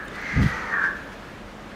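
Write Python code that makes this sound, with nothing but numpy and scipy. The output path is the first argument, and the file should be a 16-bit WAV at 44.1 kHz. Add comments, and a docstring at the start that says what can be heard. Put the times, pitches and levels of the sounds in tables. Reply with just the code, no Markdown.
"""A crow calls some way off among park trees, over the dying echo of an earlier caw.
Its long husky note, partials blurred by breath, runs into a loud rasping caw, a pulse train that
rings the throat's resonances; trunks and foliage throw the call back. A puff of turbulent wind
buffets the microphone. Leaves tick and rustle, with a few faint chips and a thin whine,
over the steady wash of the city."""
import sys
import numpy as np
from scipy import signal
from scipy.fft import rfft, irfft
from scipy.io import wavfile
from scipy.ndimage import uniform_filter1d

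SR = 44100
rng = np.random.default_rng(int(sys.argv[2]) if len(sys.argv) > 2 else 0)


def unload_audio(sound):
    """Save the sound as a 16-bit wav file, at the path given as the first command line argument."""
    columns = np.transpose(np.atleast_2d(sound))
    # keep every value between -1 and 1, then stretch to whole-number steps
    steps = np.round(np.clip(columns, -1, 1) * 32767)
    wavfile.write(sys.argv[1], SR, steps.astype(np.int16))


N = 77175
T = np.arange(N) / SR


# course of the caw: time_s, level_db, tuning_ratio
CAW = [(.67, -41, 1.2), (.705, -35.5, 1.02), (.738, -22, 1.025), (.78, -23, 0.999), (.805, -21, 0.965),
       (.845, -21, 0.98), (.878, -27, 0.948), (.905, -32, 0.969), (.925, -50, 0.92)]
# throat resonances: centre_hz, width_hz, gain_db
FORMANTS = [(914, 114, -17), (1150, 170, -7), (1390, 160, -9), (1612, 206, 1), (1795, 113, 2),
            (2210, 140, -21.5)]
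def caw():
    """Source and filter: slow, rough pulses ring throat resonances that sink in frequency."""
    pulse_hz, break_s, noise_share = 88.44, .81, .32
    jitter = .0342 * (1 + np.tanh((T - break_s) / .0096)) / 2  # the pulses turn uneven at the break
    cycles = np.cumsum(pulse_hz * (1 + jitter * drift(60))) / SR
    main, between = (np.diff(np.floor(cycles + offset), prepend=0) for offset in (0, .45))
    pulses = (main + .48 * between) * amp(2.25 * drift(71))
    puffs = np.exp(-(cycles % 1) / .74) * rng.standard_normal(N)
    drive = (1 - noise_share) * unit(pulses) + noise_share * unit(puffs)
    tuning = curve(CAW, column=2)
    voice = sum(amp(db) * resonate(np.roll(drive, 37 * i), hz * tuning, width)
                for i, (hz, width, db) in enumerate(FORMANTS))
    return steady(voice) * level(CAW)


# course of the husky note: time_s, level_db, pitch_hz
HUSK = [(.12, -47, 392.1), (.17, -38.5, 396.6), (.25, -32.5, 417.3), (.32, -30, 414.8), (.39, -32, 403),
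        (.48, -32, 389), (.56, -32, 382), (.66, -36.5, 362.3), (.74, -38.5, 354.4)]
# its partials: harmonic_number, width_hz, gain_db
PARTIALS = [(2, 140, -15.5), (3, 120, -7.5), (4, 220, -4), (5, 167, 1.5), (6, 290, -15)]
# breath spectrum: frequency_hz, density_db
BREATH = [(300, -50), (800, -10), (1100, -42), (1400, -1.5), (1900, 0.5), (2300, -3), (2800, -15),
          (3600, -21), (4300, -16), (5300, -24.5), (6100, -18.5), (7800, -36.5), (15000, -63)]
def husky_note():
    """Amplitude modulation: a rattle shakes breath noise and harmonics that are part tone, part hiss."""
    tone_share, rattle_hz, rattle_depth = .38, 92, .22
    pitch = curve(HUSK, column=2)
    cycles = np.cumsum(pitch * (1 + .015 * drift(65))) / SR
    tone = unit(sum(amp(db) * np.cos(2 * np.pi * k * cycles) for k, _, db in PARTIALS))
    hiss = unit(sum(amp(db) * steady(resonate(rng.standard_normal(N), k * pitch, width))
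                    for k, width, db in PARTIALS))
    voice = unit(tone_share * tone + (1 - tone_share) * hiss)
    rattle_cycles = np.cumsum(rattle_hz * (1 + .042 * drift(32.5))) / SR
    rattle = 1 + rattle_depth * np.cos(2 * np.pi * rattle_cycles)
    return steady((voice + amp(-3.5) * noise(BREATH)) * rattle) * level(HUSK)


# course of the opening throat: time_s, level_db, frequency_hz
OPENING = [(.3, -59, 1300), (.38, -42, 1240), (.5, -37, 1324), (.62, -35, 1334), (.7, -38, 1270),
           (.78, -36.5, 1207)]
# its resonances: frequency_ratio, gain_db
LOW_RESONANCES = [(0.98, -0.5), (0.704, -6.5), (0.378, -9.5)]
def throat_opening():
    """Resonance: breath excites low throat modes that open as the husky note goes on."""
    hz, breath = curve(OPENING, column=2), rng.standard_normal(N)
    modes = sum(amp(db) * resonate(breath, hz * ratio, width_hz=137) for ratio, db in LOW_RESONANCES)
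    return steady(modes) * level(OPENING)


# paths by way of near trunks: delay_s, gain_db
REFLECTIONS = [(.0043, -11), (0.0172, -3), (.031, -11.5), (.115, -14), (.28, -27)]
def near_trunks(direct):
    """Early reflections: delayed copies smear the sound, whose rms is kept."""
    echoes = sum(amp(db) * np.interp(T - delay, T, direct, left=0) for delay, db in REFLECTIONS)
    return unit(direct + echoes) * np.std(direct)


def trees(sound, t60_s=.73, echoes_per_s=2000):
    """Diffuse reverberation: scattering by trunks and foliage leaves an exponential tail."""
    taps = rng.standard_normal(N) * (rng.random(N) < echoes_per_s / SR)
    taps *= amp(-60 * T / t60_s) * np.minimum(T / .004, 1)
    return signal.fftconvolve(sound, taps / np.linalg.norm(taps))[:N]


# course of the earlier caw's echo: time_s, level_db
ECHO = [(0, -35), (.02, -34.5), (.06, -40.5), (.12, -47), (.2, -37.5)]
# its spectrum: frequency_hz, density_db
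ECHO_COLOUR = [(700, -44), (1100, -8.5), (1300, 2), (1440, -6), (1650, 6), (1820, -1), (2000, -13),
               (3000, -60)]
def earlier_echo():
    """Scattering has blurred an earlier caw into noise with the colour of the throat."""
    return steady(noise(ECHO_COLOUR)) * level(ECHO)


# course of the puff: time_s, level_db
BUFFET = [(.3, -59), (.34, -31), (.358, -32), (.366, -17.5), (.42, -17.5), (.445, -21.5), (.475, -30.5),
          (.51, -36), (.56, -42), (.66, -53.5)]
# eddy spectrum: frequency_hz, density_db
EDDY_COLOUR = [(20, -39), (35, -11), (60, 0), (95, -5.5), (135, -4.5), (200, -1), (260, -10), (340, -16.5),
               (500, -27.5), (900, -38), (3000, -82)]
# soft thuds late in the puff: time_s, level_db, pitch_hz
THUDS = [(.426, -16.5, 141), (.445, -14.5, 166), (.463, -9.5, 137)]
def wind_buffet():
    """Turbulence at the microphone port: low, lumpy pressure swings end in a few thuds."""
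    eddies = steady(noise(EDDY_COLOUR), size=900)
    puff = unit(np.tanh(eddies / 2.3)) * level(BUFFET)  # tanh rounds off the peaks
    thuds = sum(amp(db) * np.cos(2 * np.pi * hz * (T - s)) * bell(s, sigma_s=.0043)
                for s, db, hz in THUDS)
    return puff + thuds


# dry leaf ticks: start_s, level_db, centre_hz
TICKS = [(.047, -54, 12500), (.055, -56, 14000), (.055, -53, 9600), (.082, -44.5, 7400), (.157, -53, 9400),
         (.215, -52, 13400)]
def leaf_ticks(decay_s=.0026):
    """Damped transients: each tick is a band of noise that decays exponentially."""
    out = np.zeros(N)
    for start, db, hz in TICKS:
        age = np.maximum(T - start, 0)
        band = [(hz / 2 ** 1.04, -36), (hz, 0), (hz * 2 ** 1.04, -36)]
        out += amp(db) * noise(band) * (T >= start) * np.exp(-age / decay_s)
    return out


# leaf brushes: time_s, sigma_s, level_db
RUSTLES = [(0.081, 0.0052, -53), (0.156, 0.0098, -47), (.43, 0.011, -39), (0.473, .028, -44),
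           (0.851, 0.024, -47), (0.972, .012, -54), (1.131, 0.0093, -51.5)]
# course of the stirring leaves: time_s, level_db
LEAF_HISS = [(0, -76), (.15, -56), (.5, -48), (.75, -56.5), (1.3, -56.5), (1.55, -59.5), (1.75, -56)]
# spectrum of both: frequency_hz, density_db
LEAF_COLOUR = [(1200, -5.5), (3000, 4), (4500, 0), (6500, -6), (8500, -14), (14000, -19), (16000, -30)]
# course of the top treble during the puff: time_s, level_db
FIZZ = [(.36, -76), (.42, -66), (.47, -62), (.495, -58), (.52, -70), (.58, -76)]
# its spectrum: frequency_hz, density_db
FIZZ_COLOUR = [(4000, -30), (9000, 5), (16000, -4)]
def leaf_rustle():
    """Friction noise: leaves brush in short, grainy bursts over a faint hiss."""
    out = noise(LEAF_COLOUR) * level(LEAF_HISS) + noise(FIZZ_COLOUR) * level(FIZZ)
    for s, sigma_s, db in RUSTLES:
        grain = unit(noise(LEAF_COLOUR) * amp(2 * drift(500)))
        out += amp(db) * grain * bell(s, sigma_s)
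    return out


# faint chips, perhaps a small bird: time_s, level_db, pitch_hz
CHIPS = [(0.084, -43, 3700), (.118, -44, 3560), (.153, -46, 3560)]
def chips():
    """Tone bursts: each chip is a sine under a very short Gaussian envelope."""
    return sum(amp(db) * np.sin(2 * np.pi * hz * T) * bell(s, sigma_s=.0022) for s, db, hz in CHIPS)


# spectrum of far traffic: frequency_hz, density_db
TRAFFIC = [(20, -12), (32, -9), (42, 2.5), (60, -7), (130, -6), (200, -5), (290, -5), (380, -8),
           (560, -7.5), (770, -11.5), (1000, -11), (1600, -12), (2100, -16.5), (3000, -22), (4200, -29.5),
           (6500, -35), (9000, -41), (15500, -50)]
def city():
    """Incoherent summation: far traffic merges into a wash of noise, with a low drone."""
    hz, t, spectrum = signal.stft(steady(noise(TRAFFIC)), SR, nperseg=1024)
    patches = uniform_filter1d(rng.standard_normal(spectrum.shape), size=12, axis=0)
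    patches_db = 1.07 * unit(uniform_filter1d(patches, size=7, axis=1))
    dulling_db = 4 * np.outer(hz / (hz + 450), np.maximum(t - 1, 0))  # the treble fades after 1 s
    wash = unit(signal.istft(spectrum * amp(patches_db - dulling_db), nperseg=1024)[1][:N])
    drone = steady(resonate(rng.standard_normal(N), hz=200, width_hz=21))
    return amp(-39) * wash + amp(-51) * drone


def whine(end_s=1.36):
    """Narrow-band noise, heard as a thin high whine that stops."""
    band = resonate(rng.standard_normal(N), hz=12000, width_hz=450)
    return amp(-78) * band * np.clip((end_s - T) / .03, 0, 1)


def amp(db):
    """Decibels to amplitude gain."""
    return 10 ** (np.asarray(db) / 20)


def unit(x):
    """Normalisation to rms 1."""
    return x / np.sqrt(np.mean(x ** 2) + 1e-20)


def curve(rows, column=1):
    """Linear interpolation of one table column through time."""
    rows = np.array(rows)
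    return np.interp(T, rows[:, 0], rows[:, column])


def level(rows):
    """Amplitude envelope from a dB curve, fading quickly outside it."""
    outside_s = np.maximum(rows[0][0] - T, 0) + np.maximum(T - rows[-1][0], 0)
    return amp(curve(rows)) * np.exp(-(outside_s / .01) ** 2)


def bell(centre_s, sigma_s):
    """Gaussian envelope of peak 1."""
    return np.exp(-((T - centre_s) / sigma_s) ** 2 / 2)


def noise(colour):
    """Spectral shaping of white noise; rms 1."""
    hz, db = np.transpose(colour)
    shape = amp(np.interp(np.log(np.fft.rfftfreq(N, 1 / SR) + 1), np.log(hz + 1), db))
    return unit(irfft(rfft(rng.standard_normal(N)) * shape, N))


def drift(hz):
    """Low-pass noise: a random wander of rms 1."""
    low_pass = np.exp(-(np.fft.rfftfreq(N, 1 / SR) / hz) ** 2)
    return unit(irfft(rfft(rng.standard_normal(N)) * low_pass, N))


def steady(x, size=1800):
    """Division by the running rms evens out slow swells and keeps the fast grain."""
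    power = uniform_filter1d(uniform_filter1d(x ** 2, size), size)
    return x / np.sqrt(abs(power) + 1e-20)


def resonate(x, hz, width_hz):
    """A double-pole resonance whose centre follows hz; rms 1."""
    carrier = np.exp(2j * np.pi * np.cumsum(hz * np.ones(N)) / SR)
    pole = np.exp(-np.pi * width_hz / SR)
    return unit((carrier * signal.lfilter([1], [1, -2 * pole, pole * pole], x / carrier)).real)


def scene():
    """Superposition of the crow, its echoes, the wind and the background, in mono."""
    husk = husky_note() + throat_opening()
    rasp = near_trunks(caw())
    echoes = trees(amp(-7) * husk + amp(-10) * rasp) + earlier_echo()
    surroundings = wind_buffet() + leaf_rustle() + leaf_ticks() + chips() + city() + whine()
    return (husk + rasp + echoes + surroundings)[None]


def record(dry, low_hz=22, high_hz=15700):
    """Band limiting: a gentle low cut and a steep treble edge."""
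    low_cut = signal.butter(2, low_hz, "highpass", fs=SR, output="sos")
    high_cut = signal.firwin(511, high_hz, window=("kaiser", 9), fs=SR)
    return signal.oaconvolve(signal.sosfilt(low_cut, dry), high_cut[None], "same")


dry = scene()
out = record(dry)
unload_audio(out)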